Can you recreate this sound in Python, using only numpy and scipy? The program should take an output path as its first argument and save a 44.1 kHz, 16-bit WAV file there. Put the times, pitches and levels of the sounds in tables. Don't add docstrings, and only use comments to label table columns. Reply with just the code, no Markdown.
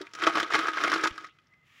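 import sys
import numpy as np
from scipy import signal
from scipy.fft import rfft, irfft, next_fast_len
from scipy.io import wavfile
from scipy.ndimage import map_coordinates

SR = 44100
rng = np.random.default_rng(int(sys.argv[2]) if len(sys.argv) > 2 else 0)


def generate_wav(signal):
    frames = np.transpose(np.atleast_2d(signal))
    scaled = np.clip(frames, -1, 1) * 32767
    pcm = np.round(scaled).astype(np.int16)
    wavfile.write(sys.argv[1], SR, pcm)


N = 79380
TOP_HZ = 15800


def amp(db):
    return 10 ** (np.asarray(db) / 20)


def unit(x):
    return x / np.sqrt(np.mean(x ** 2) + 1e-20)


def along(points, hz):
    f, v = np.transpose(points)
    return np.interp(np.log(hz + 1), np.log(f + 1), v)


def curve(rows):
    return np.interp(np.arange(N) / SR, *np.transpose(rows))


def wobble(rate):
    knots = rng.standard_normal(4096)
    return map_coordinates(knots, [np.arange(N) * rate / SR], mode="wrap")


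def filtered(x, response):
    m = 2 * next_fast_len(len(x))
    hz = np.fft.rfftfreq(m, 1 / SR)
    return irfft(rfft(x, m) * response(hz), m)[:len(x)]


def causal(gain):
    cepstrum = irfft(np.log(gain))
    half = len(cepstrum) // 2
    cepstrum[1:half] *= 2
    cepstrum[half + 1:] = 0
    return np.exp(rfft(cepstrum))


def noise(colour):
    return unit(filtered(rng.standard_normal(N), lambda hz: amp(along(colour, hz))))


TREBLE_HZ = 3495


def brighten(x, treble_db):
    return filtered(x, lambda hz: amp(treble_db * hz ** 4 / (hz ** 4 + TREBLE_HZ ** 4)))


BELL_OCTAVES = 0.24


def hump(hz, centre_hz):
    return np.exp(-(np.log2((hz + 1) / centre_hz) / BELL_OCTAVES) ** 2 / 2)


def add(out, s, x):
    part = out[max(round(s * SR), 0):][:len(x)]
    part += x[:len(part)]


# f/Hz, level/dB
AIR_COLOUR = [(25, -24), (70, -6.5), (130, 0.5), (250, -9), (500, -16.5), (2000, -19.5), (9000, -42.5)]
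AIR_DB = -71.5


def air():
    return amp(AIR_DB) * noise(AIR_COLOUR)


# t/s, level/dB
RUSTLE_LEVEL = [(1.2, -78), (1.62, -79.5), (1.67, -66), (1.8, -57.5)]
# f/Hz, level/dB
RUSTLE_TONE = [(100, -24), (950, -16), (1260, 0.5), (1480, -11), (1800, 3), (3300, -4.5), (4400, -15.5),
               (7000, -17), (8500, -27)]


def rustle():
    return amp(curve(RUSTLE_LEVEL)) * noise(RUSTLE_TONE)


TONE_WAVER = 0.017


def thin_tone(hz):
    wavering_hz = hz * (1 + TONE_WAVER * wobble(170))
    tone = np.sin(2 * np.pi * np.cumsum(wavering_hz) / SR)
    return unit(tone * amp(3 * wobble(60)))


WHINE_HZ, WHINE_DB = 1246, -78


def whine():
    return amp(WHINE_DB) * thin_tone(WHINE_HZ)


# t/s, level/dB
SQUEAK_LEVEL = [(1.28, -89), (1.33, -74.5), (1.48, -80.5), (1.53, -61.5), (1.58, -73), (1.63, -68.5),
                (1.67, -87.5)]
SQUEAK_HZ = 2035


def squeak():
    return amp(curve(SQUEAK_LEVEL)) * thin_tone(SQUEAK_HZ)


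GRAIN_CYCLES = 1.47


def spray(rate):
    t = np.arange(256) / SR
    when, pitch, size, sign = rng.random((int(rate * N / SR), 4)).T[:, :, None]
    hz = 200 * (TOP_HZ / 200) ** pitch
    strength = hz * np.sqrt(-np.log(1 - size)) * np.sign(sign - .5)
    grains = strength * np.exp(-hz * t / GRAIN_CYCLES) * np.sin(2 * np.pi * hz * t)
    index = (when * N).astype(int) + np.arange(len(t))
    return unit(np.bincount(index.ravel(), grains.ravel(), N)[:N])


# f/Hz, level/dB
BROAD_COLOUR = [(30, -42.5), (120, -24), (230, -21), (310, -8.5), (430, -11), (540, -15.5), (690, -11),
                (980, -12.5), (1150, -4.5), (1600, -5.5), (1800, -9), (2050, -7.5), (2750, -15.5),
                (3050, -12.5), (4300, -19.5), (5600, -22), (7300, -29.5), (8100, -38), (10000, -36.5),
                (13500, -53), (15000, -41)]
# f/Hz, width/Hz, level/dB over the broad colour
DRUM_MODES = [(318.4, 23, -1), (332.3, 23, 3), (676, 46, -4.5), (905.6, 20, 4.5), (1119.5, 25, 0),
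              (1261.8, 15, 6), (1290, 89, -2.5), (1580, 30, -8.5), (1648, 25, -7), (2488, 37, -5),
              (5580, 110, -3.5)]


def drum(hz):
    ring = 1
    for centre, width, db in DRUM_MODES:
        ring = ring + amp(db) * 1j * hz * width / (centre ** 2 - hz ** 2 + 1j * hz * width)
    response = causal(amp(along(BROAD_COLOUR, hz))) * ring
    return response / np.sqrt(np.mean(abs(response) ** 2))


BODY_HZ = 850
STREAM_GRAINS_PER_S, STREAM_FLUTTER_DB, FLUTTER_PER_S = 10000, 1.8, 150
FIZZ_DB, THIN_FIZZ = -2.5, .2
STREAM_BODY_DB = -3.5
STREAM_RING_HZ, STREAM_RING_DB, STREAM_RING_SWING_DB = 1274, -1, 2.5
# t/s, level/dB
STREAM_LEVEL = [(0, -49), (.11, -65), (.23, -33), (.29, -31), (.32, -37.5), (.39, -32), (.46, -41.5),
                (.498, -45), (.54, -27), (.62, -34), (.69, -36.5), (.72, -42.5), (.85, -31.5), (.94, -34),
                (1.02, -36), (1.06, -34), (1.095, -46), (1.17, -51.5), (1.26, -53), (1.315, -75),
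                (1.8, -91.5)]


def stream():
    level_db = curve(STREAM_LEVEL)
    flutter = amp(STREAM_FLUTTER_DB * wobble(FLUTTER_PER_S))
    patter = unit(flutter * spray(STREAM_GRAINS_PER_S)) * amp(level_db)
    body = brighten(patter, treble_db=-14.5)
    thinning_db = level_db.max() - level_db
    fizz_db = FIZZ_DB + THIN_FIZZ * thinning_db + STREAM_FLUTTER_DB * wobble(FLUTTER_PER_S)
    fizz = amp(fizz_db) * (patter - body)
    flares = unit(amp(STREAM_RING_SWING_DB * wobble(20)) * rng.standard_normal(N))
    flares *= amp(level_db + STREAM_RING_DB)
    ring = filtered(flares, lambda hz: hump(hz, STREAM_RING_HZ) ** 10)
    return filtered(body + fizz + ring, lambda hz: drum(hz) * amp(STREAM_BODY_DB * hump(hz, BODY_HZ)))


SOFT_ATTACK_S = 0.0015
LOW_TONE_WAVER = 0.033
# t/s, f/Hz, level/dB (sine amplitude is doubled), decay to -60 dB/s
LOW_TONES = [(.007, 387, -38, 0.1), (.009, 299, -44.5, 0.12), (.009, 588, -50, 0.08),
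             (.012, 932, -62.5, 0.6), (.268, 678, -27.5, 0.1145), (1.056, 342, -28, 0.07),
             (1.055, 1093, -18.5, 0.0055)]


def low_tones():
    out, t = np.zeros(N), np.arange(SR // 4) / SR
    for s, hz, db, t60 in LOW_TONES:
        wavering_hz = hz * (1 + LOW_TONE_WAVER * wobble(250)[:len(t)])
        tone = 2 * np.sin(2 * np.pi * np.cumsum(wavering_hz) / SR)
        add(out, s, tone * amp(db - 60 * t / t60) * (1 - np.exp(-t / SOFT_ATTACK_S)))
    return out


SPLAT_DB, SPLAT_GRAINS_PER_S = -2, 22000
SPLAT_ATTACK_S, SPLAT_T60_S = .001, .043
SHORTER_DB = 59
BODY_PER_DB = 0.66
POCKET_DB, POCKET_PER_DB = 4.5, 0.15
# t/s, level/dB before trim, f/Hz of its air pocket, treble/dB
BLOBS = [(.014, -38.5, 4300, 9), (.068, -41, 2320, 3), (0.135, -39, 6560, 5), (.150, -35, 6350, 1.5),
         (.187, -34.5, 6360, -0.5), (0.219, -27, 2006, 4), (.236, -20, 3080, 3), (.267, -14, 704, -0.5),
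         (.271, -12.5, 1100, -7.5), (0.296, -25, 880, 2.5), (.353, -17, 1100, 0), (.371, -20.5, 697, -0.5),
         (.380, -19.5, 694, -4.5), (.399, -20.5, 1750, 6.5), (0.429, -23.5, 3490, 3.5),
         (0.503, -23.5, 1150, -2), (.521, -22, 1770, -1.5), (.536, -21.5, 1000, 5), (.543, -17.5, 2520, -4),
         (.551, -15.5, 2500, 2), (.559, -19.5, 1220, 1), (.590, -24.5, 1350, 5.5), (.654, -21.5, 1340, -17),
         (.669, -24, 6270, -4), (.682, -18.5, 1400, 0.5), (.733, -28.5, 3100, -3),
         (.771, -22.5, 1350, -6.5), (.782, -23, 1980, -7.5), (.803, -27, 2000, 3), (.837, -18.5, 1560, 3.5),
         (.845, -19, 1550, -3.5), (.876, -20.5, 2167, -1), (.898, -27.5, 4400, 5), (0.917, -19, 1350, 1.5),
         (.928, -16.5, 1350, -4), (.937, -22, 4400, 5), (.945, -26, 1350, 3), (.959, -21, 1336, -2),
         (.992, -26, 1972, -8), (1.036, -17, 6300, 3.5), (1.049, -26.5, 1000, 5.5),
         (1.055, -18, 1012, -9.5), (1.07, -26.5, 6310, 4), (1.072, -25.5, 2200, 8.5),
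         (1.108, -40.5, 3100, 4.5), (1.178, -30.5, 1340, 4), (1.244, -34, 1960, 0), (1.285, -48, 2150, -10),
         (1.386, -53.5, 3060, 2), (1.469, -64, 5500, 4), (1.537, -55.5, 2000, -0.5)]


def splats():
    out, t = np.zeros(N), np.arange(4096) / SR
    bubbles = spray(SPLAT_GRAINS_PER_S)
    loudest_db = max(row[1] for row in BLOBS)
    for s, db, pocket_hz, treble_db in BLOBS:
        size = 2 ** ((db - loudest_db) / SHORTER_DB)
        attack = 1 - np.exp(-t / (size * SPLAT_ATTACK_S))
        shape = attack * amp(-60 * t / (size * SPLAT_T60_S))
        body_db = BODY_PER_DB * min(db - loudest_db + 11, 0)
        pocket_db = POCKET_DB + POCKET_PER_DB * (loudest_db - db)

        def blob_colour(hz):
            return amp(body_db / (1 + (hz / BODY_HZ) ** 4) + pocket_db * hump(hz, pocket_hz))

        burst = shape * bubbles[rng.integers(N - len(t)):][:len(t)]
        hit = filtered(burst, lambda hz: drum(hz) * causal(blob_colour(hz)))
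        hit *= np.linalg.norm(shape) / shape.max() / np.linalg.norm(hit)
        add(out, s, amp(db + SPLAT_DB) * brighten(hit, treble_db))
    return out


ECHO_DB, ECHO_T60_S = -14.5, .1


def echo(x):
    t = np.arange(SR // 4) / SR
    tail = rng.standard_normal(len(t)) * amp(-60 * t / ECHO_T60_S)
    return amp(ECHO_DB) * signal.fftconvolve(x, tail / np.linalg.norm(tail))[:N]


# t/s, f/Hz (half the low-pass corner), level/dB, decay to -60 dB/s
BUMPS = [(.269, 120, -39, .05), (1.108, 100, -44, .07)]


def thumps():
    out, t = np.zeros(N), np.arange(SR // 4) / SR
    for s, dull_hz, db, t60 in BUMPS:
        puff = unit(filtered(rng.standard_normal(len(t)), lambda hz: 1 / (1 + (hz / dull_hz / 2) ** 4)))
        add(out, s, puff * amp(db - 60 * t / t60) * (1 - np.exp(-t / SOFT_ATTACK_S)))
    return out


SWISH_S, SWISH_LENGTH_S, SWISH_HZ, SWISH_DB = 1.3, 0.027, 2910, -62.5


def swish():
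    band = unit(filtered(rng.standard_normal(N), lambda hz: hump(hz, SWISH_HZ)))
    swell = np.exp(-((np.arange(N) / SR - SWISH_S) / SWISH_LENGTH_S) ** 2)
    return amp(SWISH_DB) * band * swell


def scene():
    background = air() + rustle() + whine() + squeak() + swish()
    oil = stream() + low_tones() + splats()
    return (oil + echo(oil) + thumps() + background)[None]


def record(dry):
    return np.array([filtered(x, lambda hz: hz < TOP_HZ) for x in dry])


dry = scene()
out = record(dry)
generate_wav(out)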